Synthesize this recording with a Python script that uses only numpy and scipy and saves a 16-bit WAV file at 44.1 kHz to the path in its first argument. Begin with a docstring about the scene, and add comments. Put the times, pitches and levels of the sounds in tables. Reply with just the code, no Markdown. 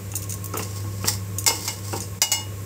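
"""A small, hard-walled kitchen, one microphone close to a metal pan of soft mashed food.
A metal spatula pats and scrapes the mash, clips the pan in passing, then knocks on it twice.
Sticky food crackles on the blade; behind it an appliance hums throughout.
The microphone's limiter ducks the hum around the hardest knock."""
import sys
import numpy as np
from scipy import signal
from scipy.fft import rfft, irfft
from scipy.io import wavfile
from scipy.ndimage import uniform_filter1d, minimum_filter1d

SR = 44100
rng = np.random.default_rng(int(sys.argv[2]) if len(sys.argv) > 2 else 0)


def transcribe(signal):
    """Save signal, clipped to [-1, 1], as a 16-bit WAV file at the path in sys.argv[1]."""
    frames = np.atleast_2d(signal).T
    limited = np.clip(frames, -1, 1)
    pcm = np.round(limited * 32767).astype(np.int16)
    wavfile.write(sys.argv[1], SR, pcm)


N = 116865

# The hum's slow rise and fall: time_s, level_db
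HUM_LEVEL = [(0, -36), (.3, -33.5), (.7, -33.5), (.87, -29.5), (1.05, -32), (1.2, -31.5), (1.42, -33),
             (1.65, -36), (1.87, -32), (2.15, -34), (2.6, -34)]
# Resonances in the appliance's rush: pitch_hz, width_hz, level_db
DRONES = [(63.4, 4.3, -52.5), (101, 11, -49.5), (181.4, 16, -45.5), (308.4, 3.3, -52.5), (1081.6, 13, -51)]
# Spectrum of the rushing air, low end and upper range: frequency_hz, level_db
AIR_BASS = [(20, -32), (45, -23), (70, 10), (150, 3.5)]
AIR_UPPER = [(250, -5), (400, -0.5), (500, 0.5), (690, -13.5), (960, -11.5), (1300, -13.5), (2160, -13.5),
             (3300, -18.5), (4500, -20), (5300, -16.5), (6400, -15.5), (7500, -10), (9000, -17.5),
             (11200, -21.5), (14000, -14.5), (15500, -18.5)]
# Ticks of blade and sticky food: start_s, level_db, t60_s, centre_hz, blade_ring_db
TICKS = [(0.1176, -36, 0.025, 7050, -40.5), (0.1541, -21.5, .03, 8500, -29),
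         (0.1651, -22, 0.066, 8340, -54), (0.2206, -32, .06, 7900, -50), (.229, -33, .05, 7000, -45),
         (0.239, -36.5, .04, 7050, -43), (0.2945, -29.5, 0.12, 7900, -42.5), (0.306, -29, 0.042, 8000, -38),
         (0.3225, -29.5, 0.064, 6360, -36), (0.34, -27, 0.037, 8550, -46), (0.4423, -26, 0.046, 10100, -51),
         (0.4591, -27, 0.042, 9500, -46), (0.5364, -31.5, 0.064, 5140, -58), (.5721, -23, 0.078, 9700, -35),
         (.631, -30.5, 0.034, 7000, -39.5), (1.3847, -23.5, 0.094, 8600, -30),
         (1.4421, -20, .012, 6470, -46), (2.0045, -27, 0.018, 8400, -33), (2.019, -32.5, 0.17, 6000, -58)]
# Spectrum of a tick: frequency_hz, level_db
TICK_SPECTRUM = [(60, -50), (300, -25), (1500, 23), (2700, 5.5), (3500, -9.5), (5000, 1), (6500, 0.5),
                 (7700, -1), (8600, 2.5), (10500, -7), (13000, 3), (15500, 5)]
# Thin modes of the blade's edge: pitch_hz, level_db, t60_s
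BLADE_MODES = [(2720, -11.5, 0.074), (3740, -14, 0.12), (6190, 5, 0.042), (6810, 8.5, 0.047),
               (7380, 3, 0.036), (9220, 1, 0.093), (13100, -15, 0.055)]
# Blade pats the mash: start_s, level_db, t60_s, tilt_db_per_octave, hollow_note_db
PATS = [(0.137, -25.5, 0.022, 1.5, -61), (0.539, -21.5, 0.072, -3, -14.5), (.552, -23.5, .05, 0.5, -21.5),
        (0.566, -28, 0.1, 3, -52), (.592, -22, 0.081, 0.5, -28), (0.839, -33.5, 0.12, -3.5, -55),
        (1.042, -14.5, 0.052, -0.5, -37), (1.474, -24, 0.11, -1, -45), (1.503, -19, 0.09, 1.5, -47),
        (1.929, -22, 0.13, -0.5, -58)]
# Spectrum of a pat: frequency_hz, level_db
PAT_SPECTRUM = [(60, -16), (170, -4.5), (300, 2), (480, 1.5), (630, -11.5), (850, -1), (1300, -6.5),
                (1800, -17.5), (2800, -11), (4000, -33), (15000, -57)]
# Pressure swells as the blade slides on the pan: peak_s, level_db, rise_s, fall_s
SCRAPES = [(.60, -38, 0.022, 0.14), (0.763, -34.5, 0.01, 0.025), (1.02, -43, 0.078, 0.027),
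           (1.056, -26.5, 0.0078, .03), (1.084, -20, 0.015, 0.02), (1.115, -32.5, .01, 0.035),
           (1.498, -30, 0.011, 0.14), (1.675, -31.5, 0.083, 0.037), (1.851, -35.5, 0.012, 0.046),
           (1.925, -34, 0.033, 0.026), (1.965, -27.5, .012, .014)]
# Spectrum of the scraping hiss: frequency_hz, level_db
SCRAPE_SPECTRUM = [(40, -55), (200, -13), (900, -8), (1600, -15), (2200, -8), (2850, -8), (3800, -9),
                   (4600, 1), (5400, 6.5), (6300, -1.5), (7700, 4), (8600, -1), (10500, -10), (15000, -5.5)]
# Modes of the pan: pitch_hz, level_db, undamped_t60_s
PAN_MODES = [(861, -3, 0.25), (924, -5.5, 0.26), (1117, -11.5, 0.33), (1400, -14, 0.2), (1600, -11, 0.28),
             (2145, 1, 0.25), (2173, -1.5, 0.21), (2845, -5, 0.3), (3560, -5, 0.41), (4410, -11, .33),
             (4830, -8, .17), (5220, 3, 0.13), (5420, 0, 0.13), (5500, -33, 0.16), (6300, -26, .25),
             (7016, 9.5, 0.083), (7770, 3.5, 0.26), (7700, 6, 0.079), (11930, -1, 0.067),
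             (14453, -17, 0.21)]
# Blade strikes the pan:
# start_s, clash_db, clash_t60_s, relative_ring_db, ring_t60_factor, ting_db, tilt_db_per_octave
KNOCKS = [(1.4641, -8.5, 0.066, -14.5, 0.38, -42, 2), (1.4763, -8.5, 0.077, -14.5, 0.56, -26, 0.5),
          (1.6776, -19, 0.057, -25.5, 0.54, -34, -1.5), (2.2173, 0, 0.084, -5, 0.35, -10.5, -0.5),
          (2.3172, -8.5, 0.094, -16, 0.78, -18, -0.5)]
# Spectrum of the clash's dense, short-lived modes: frequency_hz, level_db
CLASH_SPECTRUM = [(30, -55), (130, -9), (400, -3), (900, 5), (1500, -3.5), (2300, 5), (3300, -4),
                  (4800, 13), (7700, 8), (10000, 0), (15000, 0.5)]
# First reflections off pan wall, worktop and tiles: delay_s, level_db
ECHOES = [(.0021, -18), (.0052, -11.5), (.0083, -9.5), (0.0117, -13.5), (.0165, -14)]
# The room's decay time: frequency_hz, t60_s
ROOM_T60 = [(150, 0.68), (1000, 0.23), (4000, 0.22), (8000, 0.21), (15000, 0.19)]


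def amp(db):
    return 10 ** (np.asarray(db) / 20)


def unit_rms(x):
    return x / np.sqrt(np.mean(x ** 2) + 1e-20)


def curve_at(points, hz):
    point_hz, value = np.transpose(points)
    return np.interp(np.log(hz + 1), np.log(point_hz + 1), value)


def add(mix, start_s, sound):
    part = mix[round(start_s * SR):][:len(sound)]
    part += sound[:len(part)]


def decay(t, t60):
    return np.exp(-np.log(1000) * t / max(t60, 1e-3))


def colour(x, spectrum, tilt=0, centre_hz=1000, focus_db=0):
    """Gives x a spectrum, tilted or focused to fall focus_db an octave off centre; rms 1."""
    hz = np.fft.rfftfreq(len(x), 1 / SR)
    octaves = np.log2((hz + 20) / centre_hz)
    gain_db = curve_at(spectrum, hz) + tilt * octaves - focus_db * octaves ** 2
    return unit_rms(irfft(rfft(x) * amp(gain_db), len(x)))


def narrow_noise(centre_hz, width_hz):
    """Noise in one steep resonance, a random waver when centred on zero; rms 1."""
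    hz = np.fft.rfftfreq(N, 1 / SR)
    return unit_rms(irfft(rfft(rng.standard_normal(N)) / (1 + ((hz - centre_hz) / width_hz) ** 2), N))


def contact_point(x, spread_db, spacing_hz=169.9):
    """Each point of contact favours its own resonances: random narrow peaks and dips; rms 1."""
    hz = np.fft.rfftfreq(len(x), 1 / SR)
    knots = np.clip(rng.standard_normal(400), -2, 1)
    gain_db = spread_db * np.interp(hz / spacing_hz, np.arange(len(knots)), knots)
    return unit_rms(irfft(rfft(x) * amp(gain_db), len(x)))


def ring(t, modes, t60_factor=1):
    """The modes of a metal part dying away after one impulse."""
    return sum(amp(db) * decay(t, t60 * t60_factor) * np.sin(2 * np.pi * (hz * t + rng.random()))
               for hz, db, t60 in modes)


def appliance(hum_hz=100.3, air_db=-39.5):
    """The background: a wavering hum and a steady rush of air with droning resonances."""
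    t = np.arange(N) / SR
    hum_db = np.interp(t, *np.transpose(HUM_LEVEL))
    hum = np.sqrt(2) * amp(hum_db) * np.sin(2 * np.pi * hum_hz * t)
    drones = sum(amp(db) * narrow_noise(hz, width) for hz, width, db in DRONES)
    air = amp(air_db) * colour(rng.standard_normal(N), AIR_BASS + AIR_UPPER)
    waver = 1 + 0.046 * narrow_noise(0, width_hz=1.1)
    return hum * waver + drones + air


def ticks():
    """Small bright contacts of blade and sticky food ring the edge and hardly move the pan."""
    out, t = np.zeros(N), np.arange(SR // 5) / SR
    for start_s, db, t60, hz, ring_db in TICKS:
        grit = colour(rng.standard_normal(len(t)), TICK_SPECTRUM, centre_hz=hz, focus_db=9)
        grit = contact_point(grit, spread_db=6)
        add(out, start_s, amp(db) * decay(t, t60) * grit + amp(ring_db) * ring(t, BLADE_MODES))
    return out


def pats(rise_s=0.0026, hollow_hz=1294):
    """Dull blows on the pan, cushioned by the food, some with a hollow note."""
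    out, t = np.zeros(N), np.arange(SR // 4) / SR
    for start_s, db, t60, tilt, hollow_db in PATS:
        noise = colour(rng.standard_normal(len(t)), PAT_SPECTRUM, tilt)
        thud = amp(db) * decay(t, t60) * contact_point(noise, spread_db=2.5)
        hollow = amp(hollow_db) * decay(t, t60=0.026) * np.sin(2 * np.pi * hollow_hz * t)
        add(out, start_s, np.minimum(t / rise_s, 1) * (thud + hollow))
    return out


def scrapes(slips_per_s=6900, slip_spread_db=2.5, clump_db=3.72, ring_db=-11):
    """Tiny slips of the blade come in clumps, hissing and ringing the pan as pressure swells."""
    t = np.arange(N) / SR
    swells = (amp(db) * np.exp(-np.maximum((peak_s - t) / rise_s, (t - peak_s) / fall_s))
              for peak_s, db, rise_s, fall_s in SCRAPES)
    pressure = np.sqrt(sum(swell ** 2 for swell in swells))
    pressure *= amp(clump_db * narrow_noise(0, width_hz=88.5))
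    slips = (rng.random(N) < slips_per_s / SR) * rng.choice([-1, 1], N)
    slips = slips * amp(slip_spread_db * np.minimum(rng.exponential(1, N), 4))
    pan = ring(t[:SR // 2], PAN_MODES, t60_factor=0.15)
    ringing = signal.fftconvolve(unit_rms(slips) * pressure, pan / np.linalg.norm(pan))[:N]
    return colour(slips, SCRAPE_SPECTRUM) * pressure + amp(ring_db) * ringing


def knocks():
    """Metal on metal: a dense clash and the pan's modes, damped while the blade stays down."""
    out, t = np.zeros(N), np.arange(SR // 2) / SR
    for start_s, clash_db, t60, ring_db, t60_factor, _, tilt in KNOCKS:
        noise = colour(rng.standard_normal(len(t)), CLASH_SPECTRUM, tilt)
        clash = amp(clash_db) * decay(t, t60) * contact_point(noise, spread_db=5)
        ringing = amp(ring_db) * ring(t, PAN_MODES, t60_factor) / 2
        add(out, start_s, clash + ringing)
    return out


def ting(pitch_hz=2886, rise_s=0.0032, t60_s=0.29):
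    """One clear note swells in as the blade bounces free, topped up by each knock."""
    level, t = np.zeros(N), np.arange(N) / SR
    for start_s, *_, ting_db, _ in KNOCKS:
        add(level, start_s, amp(ting_db) * (1 - np.exp(-t / rise_s)) * decay(t, t60_s))
    return level * np.sin(2 * np.pi * pitch_hz * t)


def with_echoes(x):
    """The direct sound and its first reflections off nearby surfaces, at about the same power."""
    out = x.copy()
    for delay_s, db in ECHOES:
        add(out, delay_s, amp(db) * x)
    return out / np.sqrt(1 + sum(amp(db) ** 2 for _, db in ECHOES))


def room(x, delay_s=0.016):
    """The tail of a small hard room, each band dying at its own speed."""
    hz, t, bands = signal.stft(rng.standard_normal(SR // 2), SR, nperseg=256)
    fade = amp(-60 * t / curve_at(ROOM_T60, hz)[:, None])
    tail = signal.istft(bands * fade, SR, nperseg=256)[1]
    tail *= np.arange(len(tail)) > delay_s * SR
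    return signal.fftconvolve(x, tail / np.linalg.norm(tail))[:N]


def scene(room_db=-11.5):
    """At the microphone, in mono: the pan up close, the room and the appliance behind it."""
    pan = with_echoes(knocks() + scrapes()) + ticks() + pats()
    return (pan + amp(room_db) * room(pan) + ting() + appliance())[None]


def record(dry, limit_db=-11, ahead_s=0.027, hold_s=0.043, recover_db_per_s=73, cutoff_hz=15700):
    """The limiter dips just before loud peaks, holds and recovers; a low-pass trims the top."""
    level_db = 10 * np.log10(abs(uniform_filter1d(dry[0] ** 2, size=200)) + 1e-12)
    ahead, hold = int(ahead_s * SR), int(hold_s * SR)
    over_db = np.pad(np.maximum(level_db - limit_db, 0), (hold, ahead))
    held_db = -minimum_filter1d(-over_db, ahead + hold + 1)[(ahead + hold) // 2:][:N]
    recovery_db = np.arange(N) * recover_db_per_s / SR
    cut_db = np.maximum.accumulate(held_db + recovery_db) - recovery_db
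    gain = amp(-uniform_filter1d(cut_db, size=300))
    low_pass = signal.firwin(511, cutoff_hz, window=("kaiser", 7), fs=SR)
    return signal.oaconvolve(dry * gain, low_pass[None], "same")


dry = scene()
out = record(dry)
transcribe(out)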